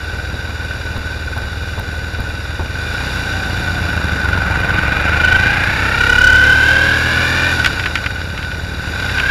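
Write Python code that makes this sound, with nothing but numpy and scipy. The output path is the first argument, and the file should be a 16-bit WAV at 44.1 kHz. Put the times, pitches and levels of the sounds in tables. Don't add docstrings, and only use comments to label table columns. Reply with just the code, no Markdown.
import sys
import numpy as np
from scipy import signal
from scipy.fft import rfft, irfft, next_fast_len
from scipy.io import wavfile
from scipy.ndimage import uniform_filter1d, map_coordinates

SR = 44100
rng = np.random.default_rng(int(sys.argv[2]) if len(sys.argv) > 2 else 0)


def log_audio(samples):
    frames = np.atleast_2d(samples).T
    limited = np.clip(frames, -1, 1)
    pcm = np.round(limited * 32767).astype(np.int16)
    wavfile.write(sys.argv[1], SR, pcm)


def how_loud(loudness_db):
    steps = np.asarray(loudness_db, float) / 20
    return 10 ** steps


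N = 410130

WAITING_CYCLES_PER_S, WAITING_DB, WAITING_M = 8.05, -36, 2.4
LEAVE_S, LEAVE_M_PER_S = 3.2, 6
# time in [s], engine cycles per second in [1/s], level in [dB]
FOLLOWING = [(2.7, 9.9, -36), (3.3, 13.4, -27.5), (3.9, 12.6, -23.5), (4.2, 12.9, -23.5),
             (4.78, 14.6, -22.5), (5.05, 15.3, -25), (5.48, 16.6, -25.5), (5.7, 14.4, -25),
             (6.65, 12.6, -36), (7.2, 12.7, -31.5), (9.03, 20.3, -27.5), (9.3, 21, -33)]
# centre in [Hz], width in [Hz], level in [dB]
FAR_PIPE = [(90, 24, 0), (170, 35, -5), (290, 45, -13)]
# frequency in [Hz], level in [dB]
FAR_WALL = [(15, -34), (60, -18), (700, -30), (3000, -55)]

# time in [s], firings per second in [1/s]
SPEED = [(2.65, 19.5), (3.05, 32.43), (3.3, 29.76), (3.9, 26.93), (4.4, 22.36), (4.7, 21.29), (4.9, 22.34),
         (5.5, 28.97), (5.9, 32.5), (6.3, 35.84), (6.9, 39.45), (7.51, 43.2), (7.8, 29.49), (8.11, 22.13),
         (8.3, 20.6), (8.75, 19.9), (9.12, 33.18), (9.3, 32.52)]
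# time in [s], exhaust level above idle in [dB]
THROTTLE = [(2.7, 4), (2.85, 4.5), (3.3, 5), (4.2, 7.5), (5.3, 8), (5.65, 5.5), (6.4, 9.5), (7.7, 6.5),
            (8.13, 1.5), (8.8, 3.7), (9.17, 5.5)]
IDLE_PER_S, IDLE_EXHAUST_DB = 20.2, -28.5
PIPE_LAG_S = .033
FIRING_TURN = .72
# centre in [Hz], width in [Hz], level in [dB]
PIPE = [(74, 20, 0), (118, 18, -8), (255, 40, -18), (320, 30, -19), (440, 50, -23), (540, 60, -23)]
# frequency in [Hz], level in [dB]
PIPE_WALL = [(15, -30), (40, -26), (100, -17), (180, -34), (700, -38), (3000, -70)]
# frequency in [Hz], density in [dB per Hz]
RUMBLE = [(15, -14), (40, -9), (80, 0), (130, -9), (350, -19), (480, -11), (1200, -22), (4000, -50)]
RUMBLE_UNDER_DB = -12.5
# time in [s], crack peak in [dB], thump in [dB]
POPS = [(0.3616, -41, -33), (0.5013, -38, -32), (0.7327, -40, -45), (0.9772, -26, -25),
        (1.3209, -38, -36.5), (1.3793, -23, -24), (1.4546, -42, -32.5), (1.794, -22, -23.5),
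        (2.2024, -25, -24.5), (2.2894, -39, -31), (2.6094, -42, -21.5)]

CLATTER_DB, CLATTER_DB_PER_OCTAVE, CLATTER_THROTTLE_SHARE = -36.5, 8.5, 0.033
HISS_DB, HISS_DB_PER_OCTAVE, HISS_THROTTLE_SHARE = -49, 7.5, 0.27
# clutch let out in [s], gears take load in [s], clutch home in [s],
# clutch pulled in [s], tooth contacts in [per firing]
PULLS = [
    (3.2, 4.25, 5.59, 7.5, 13.81),
    (8.75, 9.1, 9.4, 9.9, 16.3),
]
SLIP_DB, SLIP_RISE_S, SLIP_FALL_S, LOCKED_DB = -0.47, 1.56, 0.43, -14.5
MOAN_ORDER, MOAN_DB, MOAN_S = 26, -22.5, 0.64
# time in [s], peak in [dB], share above 2 kHz in [dB]
KNOCKS = [(7.5928, -3, -17), (7.644, -1, 4.5), (7.659, 4, -1.5), (7.6724, -4, -9), (7.73, -8, -12),
          (7.7624, -21, 4), (7.7943, -6, 3), (7.8366, -11, 2), (7.857, -3, 1.5), (7.8714, -12, -5),
          (7.9539, 1, 0), (7.9712, -12, 1), (8.038, -8, -1), (8.0599, -8.5, 6.5), (8.106, -7, -14),
          (8.2134, -14.5, -3), (8.3761, -10, -4), (8.3884, -17, 0), (8.426, -11.5, 2), (8.514, -13, 0),
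          (8.999, -5.5, -16), (9.0279, -9, -23), (9.093, -12, 6.5), (9.179, -9, 5), (9.196, -5, 5),
          (9.238, -8, -10), (9.2892, -21, -22)]
MESH_DB, LET_GO_S = -25, 0.061
# multiple of the tooth rate in [1], level in [dB]
MESH_OVERTONES = [(2, -6.5), (4, 3), (5, 0), (6.001, -2), (7, -5.5), (8, -18), (9, -24)]
# frequency in [Hz], level in [dB]
WHINE = [(1100, -29), (1240, -21), (1330, 1.3), (1510, 7), (1650, 8), (1790, 5.5)]
# multiple of the tooth rate in [1], level in [dB]
SHAFT_HUMS = [(1, -7.5), (1.073, -13.5), (1.815, -6)]
HUMS_WAKE_PER_S = [30.4, 35.7]
# speed in [firings per s], depth in [1]
BACKLASH = [(34.5, .85), (36.3, .2)]
# centre in [Hz], width in [Hz], level in [dB]
CASE = [(507, 210, -14), (1499.6, 70.7, 4.5), (2216, 18, -12.5), (2414, 60, -6.5), (2713, 100, -11),
        (3527, 100, -12.5), (3818, 210, -12), (4696, 240, -16.5), (5578, 344, -23), (5380, 25, -40.5),
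        (6914, 224, -26), (9430, 120, -41), (11130, 630, -37)]
# centre in [Hz], width in [Hz], level in [dB]
CASE_EXTRA = [(836, 145, -11.5), (2895, 55, -11.5), (14500, 150, -62)]
# frequency in [Hz], level in [dB]
CASE_WALL = [(100, -15), (370, -22), (1100, -15), (1900, -12), (3250, -30), (5000, -26.5), (6300, -52),
             (7800, -42.5), (10000, -42), (12300, -44.5), (13500, -58), (16000, -50)]


def noise():
    return rng.standard_normal(N)


def butter(x, order, hz, kind):
    return signal.sosfilt(signal.butter(order, hz, kind, fs=SR, output="sos"), x)


def rms_one(x):
    return x / np.sqrt(np.mean(x ** 2) + 1e-20)


def evened(x, window_s):
    return x / np.sqrt(uniform_filter1d(x ** 2, int(window_s * SR), mode="reflect") + 1e-20)


def in_time(rows):
    s, *columns = np.transpose(rows)
    return [np.interp(np.arange(N) / SR, s, c) for c in columns]


def ramp(start_s, length_s):
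    return np.clip((np.arange(N) / SR - start_s) / length_s, 0, 1)


def drift(rate):
    knots = int(N / SR * rate) + 3
    return map_coordinates(rng.standard_normal(400), [np.arange(N) / N * (knots - 1)], order=3)


def burst(times_s, gains, rise_s, fall_s):
    out = np.zeros(N)
    np.add.at(out, (np.array(times_s) * SR).astype(int), gains)
    for tau in (rise_s, fall_s):
        out = signal.lfilter([1], [1, -np.exp(-1 / (tau * SR))], out + 1e-18)
    return out / (rise_s * SR)


def coloured(x, peaks, wall):
    size = next_fast_len(N + SR // 2)
    hz = np.arange(size // 2 + 1) * SR / size + 1e-3
    wall_hz, wall_db = np.transpose(wall)
    power = how_loud(2 * np.interp(np.log(hz), np.log(wall_hz), wall_db))
    for centre_hz, width_hz, db in peaks:
        power = power + how_loud(2 * db) / (1 + ((hz - centre_hz) / width_hz) ** 2) ** 2
    cepstrum = irfft(np.log(power), size)
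    cepstrum[0] /= 2
    cepstrum[size // 2:] = 0
    return irfft(rfft(x, size) * np.exp(rfft(cepstrum)), size)[:N]


def chambers(x, lag_s, gain):
    size = next_fast_len(N + SR // 2)
    lag = np.exp(-2j * np.pi * np.arange(size // 2 + 1) * SR / size * lag_s)
    return irfft(rfft(x, size) * (lag - gain) / (1 - gain * lag), size)[:N]


def firings(cycles, second_at, uneven, late_s):
    out = np.zeros(N)
    for offset, bias in ((0, 1), (second_at, -1)):
        at = np.flatnonzero(np.diff(np.floor(cycles - offset)) > 0)
        chance = rng.standard_normal((400, 2))[:len(at)]
        late = (late_s * SR * uneven[at] * chance[:, 0]).astype(int)
        strength = 1 + uneven[at] * (0.13 * bias + 0.6 * chance[:, 1])
        np.add.at(out, np.clip(at + late, 0, N - 1), strength)
    return out


def narrow_twin(cycles_per_s, level_db, uneven):
    pulses = firings(np.cumsum(cycles_per_s) / SR, 315 / 720, np.full(N, uneven), late_s=.003)
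    tone = chambers(coloured(pulses, FAR_PIPE, FAR_WALL), lag_s=.027, gain=0.51)
    return how_loud(level_db) * evened(tone, window_s=0.51)


def waiting_bike():
    away_m = WAITING_M + LEAVE_M_PER_S * np.maximum(np.arange(N) / SR - LEAVE_S, 0)
    return WAITING_M / away_m * narrow_twin(np.full(N, WAITING_CYCLES_PER_S), WAITING_DB, uneven=.4)


def following_bike():
    return narrow_twin(*in_time(FOLLOWING), uneven=.06)


def pops():
    s, crack_db, thump_db = np.transpose(POPS)
    crack = burst(s, how_loud(crack_db - 4), rise_s=.0006, fall_s=.003) * noise()
    crack = butter(crack, 2, [9500, 15000], "band")
    thump = burst(s - .02, how_loud(thump_db + 15.0), rise_s=0.0077, fall_s=0.016) * noise()
    thump = butter(thump, 2, 1500, "low")
    peaks = [(85.7, 18.0, 23), (244, 42, 10.4)]
    wall = [(30, 19), (300, -0.5), (900, 2.5), (3000, -24.0)]
    return crack + coloured(thump, peaks, wall)


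def exhaust(turns, per_s, throttle_db):
    uneven = np.interp(per_s, [20, 30], [.1, .025])
    pulses = firings((turns + PIPE_LAG_S * per_s - FIRING_TURN) / 2, .5, uneven, late_s=.004)
    tone = chambers(coloured(pulses, PIPE, PIPE_WALL), lag_s=.021, gain=0.36)
    tone = chambers(tone, lag_s=.0083, gain=.55)
    bark = butter(tone, 2, [95, 480], "band")
    tone = tone + np.interp(per_s, [20, 32, 40], [-.4, .1, .8]) * bark
    rumble = rms_one(coloured(noise(), [], RUMBLE))
    return how_loud(IDLE_EXHAUST_DB + throttle_db) * (evened(tone, window_s=.4) + how_loud(RUMBLE_UNDER_DB) * rumble)


def clatter(turns, per_s, throttle_db, strain):
    octaves = np.log2(per_s / IDLE_PER_S)
    level_db = CLATTER_DB + CLATTER_DB_PER_OCTAVE * octaves + CLATTER_THROTTLE_SHARE * throttle_db
    hiss_db = HISS_DB + HISS_DB_PER_OCTAVE * octaves + HISS_THROTTLE_SHARE * throttle_db
    swell = 0.14 * np.cos(2 * np.pi * (turns - .9)) + 0.13 * np.cos(4 * np.pi * turns + 1.86)
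    body = np.exp(swell + 0.039 * drift(25)) * noise()
    pulse = (0.092 + 0.17 * strain) * np.cos(2 * np.pi * (turns - .62))
    hiss = np.exp(pulse + 0.058 * drift(15)) * noise()
    low = butter(body, 2, 7500, "low")
    high = butter(hiss, 2, 7500, "high")
    return how_loud(level_db + 25.5) * low + how_loud(hiss_db + 44.5) * high


def drive_line():
    slip, load, teeth = np.zeros((3, N))
    for out_s, load_s, home_s, pulled_s, contacts in PULLS:
        held = 1 - ramp(pulled_s, LET_GO_S)
        settling = np.exp(-np.maximum(np.arange(N) / SR - home_s, 0) / SLIP_FALL_S)
        slip += ramp(out_s, SLIP_RISE_S) * held * np.maximum(how_loud(SLIP_DB) * settling, how_loud(LOCKED_DB))
        load += ramp(load_s, home_s - load_s) * held
        teeth[int(out_s * SR):] = contacts
    return slip, load, teeth


def rasp(turns, slip, load):
    throb = 0.21 * np.cos(2 * np.pi * (turns + 0.33))
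    friction = np.exp(throb + 0.064 * drift(30)) * noise()
    dull = butter(friction, 2, [550, 2360], "band")
    bright = butter(friction, 2, [1750, 2490], "band")
    return slip * (dull + 1.29 * load * bright)


def moan(turns):
    start_s = PULLS[0][0]
    bite = ramp(start_s, 0.14) - ramp(start_s + MOAN_S, 0.16)
    return how_loud(MOAN_DB + 2.1 * drift(25)) * bite * np.sin(2 * np.pi * MOAN_ORDER * turns + 0.93 * drift(35))


def knocks():
    s, peak_db, bright_db = np.transpose(KNOCKS)
    dull = burst(s, how_loud(peak_db + 11.0), rise_s=0.00079, fall_s=0.0033) * noise()
    bright = burst(s, how_loud(peak_db + bright_db + 9.0), rise_s=0.0034, fall_s=0.0024) * noise()
    return butter(dull, 2, 1000, "high"), butter(bright, 4, [1250, 3000], "band")


def gears(turns, per_s, engaged, teeth):
    third_db = np.interp(3 * teeth * per_s, *np.transpose(WHINE))
    crank = 2 * np.pi * (turns + .58)
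    phase = 2 * np.pi * np.cumsum(teeth * per_s) / SR
    hum_phase = phase + 0.18 * np.sin(crank)
    hums = sum(how_loud(db + 4.2 * drift(12)) * np.sin(k * hum_phase) for k, db in SHAFT_HUMS)
    phase = phase + 0.46 * np.sin(crank + 1.14) + 0.1 * np.sin(2 * crank + 0.22) + 0.49 * drift(30)
    backlash = np.interp(per_s, *np.transpose(BACKLASH))
    load = 1 + backlash * np.cos(crank) + 0.14 * np.cos(2 * crank + 0.67)
    tones = sum(how_loud(db + 1.4 * drift(40)) * np.sin(k * phase) for k, db in MESH_OVERTONES)
    tones = tones + how_loud(third_db + 1.1 * drift(22)) * np.sin(3 * phase)
    awake = np.interp(per_s, HUMS_WAKE_PER_S, [0, 1])
    return how_loud(MESH_DB + 10.0) * engaged * (load * tones + awake * hums)


def scene():
    (per_s,), (throttle_db,) = in_time(SPEED), in_time(THROTTLE)
    turns = np.cumsum(per_s) / SR
    slip, load, teeth = drive_line()
    shake, scrape = knocks()
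    distant = waiting_bike() + following_bike()
    near = pops() + exhaust(turns, per_s, throttle_db) + scrape
    frame = clatter(turns, per_s, throttle_db, slip) + rasp(turns, slip, load) + moan(turns)
    frame = frame + shake + gears(turns, per_s, load, teeth)
    through_case = coloured(frame, [*CASE, *CASE_EXTRA], CASE_WALL)
    return (distant + near + through_case)[None]


def roll_off(x):
    return signal.sosfilt(signal.butter(12, 15780, fs=SR, output="sos"), x)


def record(dry):
    bent = dry + .62 * np.clip(dry, -.9, 2) ** 2
    bent = butter(bent, 1, 14, "high")
    clipped = np.clip(bent, -1, .96)
    mix = signal.sosfilt(signal.cheby2(12, 60, 15900, fs=SR, output="sos"), clipped)
    return roll_off(mix)


dry = scene()
out = record(dry)
log_audio(out)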